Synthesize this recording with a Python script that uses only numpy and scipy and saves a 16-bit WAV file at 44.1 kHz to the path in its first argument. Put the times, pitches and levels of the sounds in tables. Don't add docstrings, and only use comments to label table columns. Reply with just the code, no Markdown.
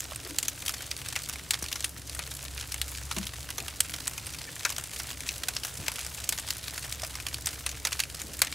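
import sys
import numpy as np
from scipy import signal
from scipy.fft import rfft, irfft
from scipy.io import wavfile
from scipy.ndimage import uniform_filter1d

SR = 44100
rng = np.random.default_rng(int(sys.argv[2]) if len(sys.argv) > 2 else 0)


def file_out(sig):
    cols = np.atleast_2d(sig).T
    lim = np.clip(cols, -1, 1)
    pcm = np.round(lim * 32767).astype(np.int16)
    wavfile.write(sys.argv[1], SR, pcm)


def magnitude_from_level(level_db):
    exponent = np.asarray(level_db, float) / 20
    return 10 ** exponent


N = 376613

SIDES = np.array([[1], [-1]])
# frequency in Hz, side re mid in dB.
WIDTH = [(60, -23), (120, -11), (240, -10.5), (480, -10), (950, -8.5), (1890, -17), (3770, -17),
         (7520, -13), (15000, -10)]


def rms_one(x):
    return x / np.sqrt(np.mean(x ** 2) + 1e-20)


def at_hz(points, hz):
    points = np.array(points)
    return np.interp(np.log(hz), np.log(points[:, 0]), points[:, 1])


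def band(x, low_hz, high_hz):
    edges_hz = [low_hz, min(high_hz, .45 * SR)]
    return signal.sosfilt(signal.butter(2, edges_hz, "band", fs=SR, output="sos"), x)


def drift(rate):
    pole = np.exp(-80 * np.pi * rate / SR)
    noise = rng.standard_normal(N // 40 + 2002)
    slow = signal.lfilter([1], [1, -2 * pole, pole * pole], noise)[2000:]
    return np.interp(np.arange(N) / 40, np.arange(len(slow)), rms_one(slow))


def stereo(mid, side, side_db):
    return mid + magnitude_from_level(side_db) * side * SIDES


def coloured(level, spectrum, patchy_db):
    span_octaves = np.log2(spectrum[-1][0] / spectrum[0][0])
    edges = spectrum[0][0] * 2 ** np.arange(0, span_octaves + .4, .4)
    out = 0
    white = rng.standard_normal((2, 2, N))
    for k, (low, high) in enumerate(zip(edges, edges[1:])):
        hz = np.sqrt(low * high)
        gain = magnitude_from_level(at_hz(spectrum, hz) + patchy_db * drift(5.9))
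        mid, side = band(level(hz) * white[k % 2], low, high)
        out = out + gain * stereo(mid, side, at_hz(WIDTH, hz))
    return rms_one(out)


def crackle():
    # frequency in Hz, level in dB per Hz.
    hiss_spectrum = [(240, -47), (400, -3), (623, -1.5), (972, -0.5), (1340, 2.5), (1560, 4.5), (8530, 4),
                     (12100, 1), (15500, -9.5)]
    per_s, spread_db, t60_s, narrow_db = 280, 4.6, .017, 3.0
    smooth_hiss_db = -4

    born = np.flatnonzero(rng.random(N) < per_s * magnitude_from_level(2.5 * drift(14)) / SR)
    size, place = rng.random((2, len(born)))
    size_db = spread_db * np.minimum(-np.log(size), 2.6)
    favoured_hz = 1300 * 11 ** place

    def level(hz):
        clicks = np.full(N, 1e-18)
        clicks[born] = magnitude_from_level(2 * (size_db - narrow_db * np.log2(hz / favoured_hz) ** 2))
        power = signal.lfilter([1], [1, -magnitude_from_level(-120 / (t60_s * SR))], clicks)
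        hiss_db = smooth_hiss_db + 6 * max(np.log2(1700 / hz), 0)
        return np.sqrt(power / power.mean() + magnitude_from_level(hiss_db) ** 2)

    return coloured(level, hiss_spectrum, patchy_db=.8)


def drone():
    # frequency in Hz, wander in Hz, level in dB.
    tones = [(66.6, 2.29, -2.5), (112, 3.1, -14), (134.9, 2.56, -16), (158.8, 2, -26.5), (284, 9.1, -25)]
    out = 0
    for hz, wander_hz, level_db in tones:
        mid, side = [magnitude_from_level(2.2 * drift(7)) * np.sin(2 * np.pi * np.cumsum(hz + wander_hz * drift(12)) / SR)
                     for _ in SIDES]
        out = out + magnitude_from_level(level_db) * stereo(mid, side, at_hz(WIDTH, hz))
    return out


def roar(drone_db):
    # frequency in Hz, level in dB per Hz.
    roar_spectrum = [(15, -39), (25, -4), (49, -2.5), (81, 2.5), (137, 0), (204, -17), (267, -7),
                     (485, -23.5), (600, -11.5), (780, -56), (1320, -120)]
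    roar_db = -48 - 0.17 * (drone_db + 47)
    return magnitude_from_level(roar_db) * coloured(np.ones_like, roar_spectrum, patchy_db=1.7)


def wood_bursts():
    # start in
    # seconds, crack in dB, brightness in dB, favoured pitch in Hz.
    snaps_right = [(.0045, -39, 10.5, 6800), (.1586, -43, 10.5, 8300), (.3848, -27, 4.5, 7500),
                   (.9128, -32.5, -7, 2200), (.9653, -42, 2, 9200), (1.0852, -38.5, 7.5, 5240),
                   (1.5403, -31, -6, 2250), (1.6608, -41, -3, 2340), (1.6835, -39.5, 0, 4220),
                   (3.8040, -25, 8, 8000), (4.4396, -45, -2, 4870), (4.2666, -43, 9.5, 9600),
                   (5.9572, -40, 5, 3270), (6.0468, -42, 6, 4890), (6.2902, -31, 9, 4800),
                   (7.0182, -40.5, 5, 5450), (7.3427, -33.5, 1, 4470), (7.4582, -41, 16, 5640),
                   (7.9273, -31.5, -2, 6770), (8.0004, -26.5, -1, 1710), (8.0361, -34.5, -2, 2500)]
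    snaps_left = [(.4282, -34, 7.5, 7450), (.4822, -29, 5, 6400), (.6611, -35.5, 3.5, 10300),
                  (4.8383, -43.5, 6, 8000), (5.0702, -44.5, 4, 9000), (.6798, -31, 3, 3070),
                  (.8206, -45, 9, 5030), (1.1544, -38, -1, 3060), (1.5071, -25, 2.5, 8000),
                  (1.6241, -37.5, 7, 5900), (1.7268, -32, 0, 3070), (1.843, -29, 3.5, 9400),
                  (2.0958, -40.5, 3.5, 5150), (2.7201, -36.5, 6, 5130), (2.8153, -29.5, 2, 3850),
                  (3.2677, -36.5, 1, 3580), (5.2895, -30.5, -7, 2450), (5.5657, -31.5, -9, 5000),
                  (5.6341, -36.5, -7, 2720), (5.9905, -39.5, 4.5, 2110), (6.1455, -43, 7.5, 8180),
                  (6.3954, -43.5, 10, 8350), (6.5045, -29.5, 2.5, 5040), (8.5251, -37, -8, 2350)]
    pops_right = [(.6929, -32.5, 4.5, 5430), (1.2955, -36.5, 6.5, 5750), (1.5344, -34, 1, 4220),
                  (1.6405, -39.5, 3, 5000), (2.3146, -40.5, -1, 3540), (2.5769, -40, -2, 2610),
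                  (3.1644, -37, -1, 2480), (3.1838, -35, 5.5, 7300), (3.2293, -41.5, -11, 3000),
                  (3.5035, -38, 6, 3100), (3.5811, -34, 1.5, 6400), (3.6809, -36.5, 0, 2850),
                  (3.9382, -35, -2, 3600), (4.0776, -34, 10.5, 7700), (4.9978, -35, 0, 5340),
                  (5.4343, -34, -1, 3570), (5.4838, -29.5, 4.5, 7300), (6.486, -39.5, 3, 8900),
                  (6.778, -36.5, 1, 1630), (7.1531, -37.5, 3, 5200), (7.2657, -33, -1, 2930),
                  (7.8504, -27, 1, 6460), (7.87, -31, 2, 4700), (7.9924, -32.5, 2, 2480),
                  (8.3913, -43, 10.5, 7450), (8.4466, -38, 4, 7620)]
    pops_left = [(.7384, -36.5, 0, 5370), (1.0595, -41, 0, 1650), (1.1251, -39, 0, 8070),
                 (1.2876, -42.5, 9, 1500), (1.7564, -35.5, -1, 6200), (2.1477, -42, 9, 8960),
                 (2.7416, -36, 6, 7500), (3.6014, -38.5, 0, 2500), (4.1783, -37, 4, 2420),
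                 (4.7008, -36, 6, 5500), (4.7817, -35, 5, 7240), (4.9333, -42, 3, 2700),
                 (5.1038, -41, -6, 3490), (5.6488, -35, 4, 6030), (5.881, -28.5, -1.5, 2340),
                 (5.917, -40.5, 7, 5150), (6.0639, -39.5, 7, 5060), (6.3238, -31.5, 3, 4030),
                 (6.3856, -35.5, 2, 6740), (6.6791, -37.5, -6, 3980), (7.0339, -36.5, 1, 5300),
                 (7.4702, -31, 5, 8040), (7.6628, -30.5, 1.5, 9300), (8.2163, -39, 7.5, 6700),
                 (8.418, -20.5, 3.5, 4280), (8.4692, -37.5, -5, 2600)]
    deep_cracks = [
        (3.1118, -35.5, -7, 1300),
        (4.6498, -26.5, -14, 1540),
        (7.92, -38, 2, 2900),
        (1.161, -31.5, -2, 2370),
        (3.335, -44, 0, 1830),
        (2.1909, -35, 4, 4100),
    ]
    # rows, body in dB, left-right in dB
    kinds = [(snaps_left, -17.5, 2), (snaps_right, -17.5, -2), (pops_left, -5.5, 2), (pops_right, -5.5, -2),
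             (deep_cracks, -0.5, 2.5)]
    return sorted((s, crack_db, body_db, edge_db, hz, pan_db)
                  for rows, body_db, pan_db in kinds
                  for s, crack_db, edge_db, hz in rows)


def ticks():
    # start in seconds, level in dB, favoured pitch in Hz.
    char_ticks = [(0.11, -37.5, 3060), (0.6222, -35.5, 2480), (0.805, -39, 1570), (1.0156, -37, 2760),
                  (1.3344, -34, 4270), (1.3572, -37, 2220), (1.551, -36, 2140), (1.715, -33, 2620),
                  (2.264, -38, 4570), (2.45, -37, 3700), (2.983, -37, 3660), (3.125, -35.8, 4410),
                  (3.4891, -37.5, 1740), (3.8952, -35, 2500), (4.0037, -36.5, 4460), (4.3453, -37, 2610),
                  (4.4149, -36, 4100), (4.5628, -39.5, 1850), (4.7218, -33.5, 2930), (5.0903, -38, 4440),
                  (5.111, -34.5, 2830), (5.8655, -34.5, 2390), (5.9824, -39, 1340), (6.3764, -32, 4410),
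                  (6.6392, -35.5, 4080), (6.8452, -34.5, 3060), (7.0466, -35.5, 2540), (7.2, -34, 2360),
                  (7.5329, -40.5, 2130), (8.146, -37.5, 4850)]
    ember_ticks = [(0.2485, -36.5, 5070), (0.456, -37, 8250), (1.1897, -36.5, 6870), (1.806, -31, 7750),
                   (2.5974, -36.5, 7100), (2.6103, -32, 6030), (2.958, -39, 4970), (2.9732, -37.4, 8800),
                   (4.0708, -31, 9670), (4.336, -36, 6010), (4.3863, -36.2, 5060), (4.5934, -36, 6140),
                   (4.693, -32, 7710), (4.763, -31, 5500), (4.9623, -40, 7150), (5.2047, -33.5, 9900),
                   (5.3088, -38, 6200), (6.0297, -38, 7820), (6.2396, -32.5, 7820), (6.829, -37, 8630),
                   (6.9237, -29, 7600), (6.9465, -39, 7040), (6.9957, -36.5, 5160), (7.1077, -40, 8160),
                   (7.284, -34, 10290), (7.4874, -34, 5790), (7.6907, -31.5, 6500), (7.7141, -35, 6140),
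                   (8.0988, -38, 7800), (8.1978, -36.5, 5460)]
    s, level_db, ring_hz = np.transpose(char_ticks + ember_ticks)
    octaves = np.log2(ring_hz / 4000)
    body_db, edge_db = -10 - 9.1 * octaves, 0.83 + 1.0 * octaves
    return np.transpose([s, level_db - 6.5, body_db, edge_db, ring_hz, rng.normal(0, 2.5, len(s))])


def pops(rows):
    # low edge in Hz, high edge in Hz, level in dB, side re mid in dB.
    pop_bands = [(604, 1310, -9, -20), (990, 2990, 6.5, -20), (1960, 6900, 6.5, -22), (5150, 11460, 0, -17),
                 (10600, 13400, -20.5, -12)]
    # scatter t60 in seconds, tail level in dB, tail t60 in seconds.
    pop_decays = [(.045, -8, .11), (.038, -9, .11), (.024, -14, .095), (.022, -16, .09), (.02, -19, .07)]
    s, crack_db, body_db, edge_db, ring_hz, pan_db = np.transpose(rows)
    t = np.arange(SR // 10) / SR
    luck = rng.random((len(s), 2))
    noise = rng.standard_normal((len(s), 2, len(t)))
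    swell_s = 0.00063 + 0.00188 * luck[:, :1]
    noise *= magnitude_from_level(2.97 * np.minimum(rng.exponential(1, (len(s), 1, len(t))), 5))
    noise *= magnitude_from_level(4.5 * np.exp(-((t - swell_s) / .0001) ** 2))[:, None]

    octaves = np.log2((np.fft.rfftfreq(len(t), 1 / SR) + 1) / ring_hz[:, None, None])
    partners = np.cos(2 * np.pi * octaves * (.9 + .8 * luck[:, :1, None]))
    favour_db = 5.3 * np.exp(-(octaves / 0.27) ** 2) + 1.4 * partners
    noise = irfft(rfft(noise) * magnitude_from_level(favour_db), len(t))

    late = np.maximum(t - swell_s, 0) / (.65 + .6 * luck[:, 1:])
    rise = magnitude_from_level(-6 * np.maximum(1 - t / swell_s, 0))
    bursts = 0
    colours_db = (body_db, body_db, 0 * s, edge_db, edge_db)
    for pop_band, decay, colour_db in zip(pop_bands, pop_decays, colours_db):
        low, high, level_db, side_db = pop_band
        t60, tail_db, tail_t60 = decay
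        envelope = rise * np.hypot(magnitude_from_level(-60 * late / t60), magnitude_from_level(tail_db - 60 * late / tail_t60))
        mid, side = np.swapaxes(band(noise * envelope[:, None], low, high), 0, 1)
        strength = np.sqrt(np.sum(mid ** 2, axis=1) / (SR * .006))
        gain = magnitude_from_level(crack_db + colour_db + level_db) / strength
        bursts = bursts + stereo(mid[:, None], side[:, None], side_db) * gain[:, None, None]

    out = np.zeros((2, N + len(t)))
    for start, burst, pan in zip((s * SR).astype(int), bursts, pan_db):
        out[:, start:start + len(t)] += burst * magnitude_from_level(pan / 2 * SIDES)
    return out[:, :N]


def knocks():
    # start in seconds, peak in dB, pitch in Hz, t60 in seconds, left-right in dB.
    contacts = [(.119, -34, 624, .022, -7), (0.119, -31.5, 1130, 0.018, -7), (.252, -42.5, 366, 0.088, 3),
                (.295, -38, 288, 0.18, 4), (3.165, -45, 332, .06, -21), (3.17, -28.5, 188.6, .17, 5),
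                (3.585, -44, 409, 0.084, 6), (3.61, -46, 677, 0.17, 7), (5.799, -35, 96, 0.059, 2),
                (5.882, -30, 900, .03, 5), (7.032, -28.5, 648, 0.034, -1), (8.24, -43, 271, 0.25, 6)]
    modes = [(1, -3.5), (1.13, -5.5), (1.75, -9.5), (3.4, -5), (5.3, -1)]   # (frequency ratio, dB)
    out, t = np.zeros((2, N + SR)), np.arange(SR // 2) / SR
    for s, peak_db, hz, t60, pan_db in contacts:
        swell_s = 0.0031 + .02 * (t60 / 0.18) ** 4
        contact = 1 - np.exp(-t / swell_s)
        ring = sum(magnitude_from_level(mode_db - 60 * t * ratio / t60) * np.sin(2 * np.pi * hz * ratio * t)
                   for ratio, mode_db in modes)
        start = int(s * SR)
        out[:, start:start + len(t)] += magnitude_from_level(peak_db + 10.5 + pan_db / 2 * SIDES) * contact * ring
    return out[:, :N]


def whooshes():
    # centre in seconds, half length in seconds, low edge in Hz, high edge in Hz, level in dB.
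    flaps = [
        (8.28, 0.056, 150, 400, -49),
        (0.26, 0.042, 210, 640, -50),
        (5.81, 0.032, 90, 270, -45.5),
        (3.64, .05, 220, 370, -55),
    ]
    t = np.arange(N) / SR
    air = rng.standard_normal(N) * magnitude_from_level(3.7 * drift(40))
    return sum(magnitude_from_level(level_db) * np.exp(-((t - s) / half_s) ** 2) * rms_one(band(air, low_hz, high_hz))
               for s, half_s, low_hz, high_hz, level_db in flaps)


def needles():
    # centre in seconds, peak in dB, left-right in dB.
    fibres = [
        (6.2919, 0, -1),
        (3.8058, -4, -3),
        (3.8047, -10, -3),
        (8.4207, -2.5, 2),
        (1.7305, -18, 2),
        (6.5065, -13, 3),
        (.3860, -7, -3),
        (.4828, -10, 3),
        (8.0012, -10, -1),
    ]
    out, t = np.zeros((2, N)), np.arange(-32, 32) / SR
    pulse_hz, pulse_s = 9500, .00005
    pulse = np.exp(-(t / pulse_s) ** 2) * np.cos(2 * np.pi * pulse_hz * t + .6)
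    for s, peak_db, pan_db in fibres:
        centre = int(s * SR)
        out[:, centre - 32:centre + 32] += magnitude_from_level(peak_db + pan_db / 2 * SIDES) * pulse
    return out


def whistles():
    # start in seconds, end in seconds, pitch in Hz, level in dB.
    jets = [
        (.75, .85, 3150, -47.5),
        (.748, .80, 4420, -47.5),
        (4.472, 4.492, 1800, -41),
        (4.47, 4.488, 2300, -46),
    ]
    out, t = 0, np.arange(N) / SR
    for start, end, hz, level_db in jets:
        swell = np.sin(np.pi * np.clip((t - start) / (end - start), 0, 1))
        phase = 2 * np.pi * np.cumsum(hz * (1 + .006 * drift(40))) / SR
        out = out + magnitude_from_level(level_db + 2.0 * drift(80)) * swell * np.sin(phase)
    return out


def thuds():
    # start in seconds, peak in dB.
    blows = [
        (1.6235, -33.5),
    ]
    delay_s = .0003
    out, t = np.zeros(N + SR), np.arange(1, SR // 10) / SR + delay_s
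    wave = np.cos(2 * np.pi * np.log(t / .0013) / np.log(2.3)) * np.exp(-(t / .022) ** 2)
    for s, peak_db in blows:
        out[int((s + delay_s) * SR):][:len(t)] += magnitude_from_level(peak_db) * wave
    return out[:N]


def scene():
    # time in seconds, crackle in dB, drone in dB.
    course = [
        (0, -42.5, -48),
        (.45, -42.5, -48),
        (3.16, -43.5, -36),
        (4.45, -42, -49.5),
        (4.99, -40.5, -45),
        (5.64, -41, -48),
        (6.83, -42.5, -39.5),
        (8.54, -43, -45.5),
    ]
    # centre in seconds, half length in seconds, change in dB.
    lulls = [
        (1.975, 0.098, -2),
        (4.894, 0.033, -4.5),
        (5.16, 0.029, -4),
    ]
    t = np.arange(N) / SR
    s, *columns = np.transpose(course)
    crackle_db, drone_db = [np.interp(t, s, column) for column in columns]
    for centre, half_s, lull_db in lulls:
        crackle_db = crackle_db + lull_db * np.exp(-((t - centre) / half_s) ** 4)
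    background = magnitude_from_level(crackle_db) * crackle() + magnitude_from_level(drone_db) * drone() + roar(drone_db)
    cracks = pops(wood_bursts()) + pops(ticks()) + needles()
    stick = knocks() + thuds() + whooshes()
    return background + cracks + stick + whistles()


def roll_off(x):
    return signal.sosfilt(signal.butter(12, 16970, fs=SR, output="sos"), x)


def record(dry):
    cut = signal.sosfilt(signal.butter(2, 40, "high", fs=SR, output="sos"), dry)
    cut = 1.15 * np.tanh(cut / 1.15)
    top_hz, crack_top_hz = 15720, 16600
    below, wide = [signal.sosfiltfilt(signal.ellip(8, .3, 60, hz, fs=SR, output="sos"), cut)
                   for hz in (top_hz, crack_top_hz)]
    top = wide - below
    top_power = uniform_filter1d(np.sum(top ** 2, axis=0), size=128)
    is_sharp = 1. * (top_power > np.quantile(top_power, .982))
    return roll_off(below + uniform_filter1d(is_sharp, size=128) * top)


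dry = scene()
out = record(dry)
file_out(out)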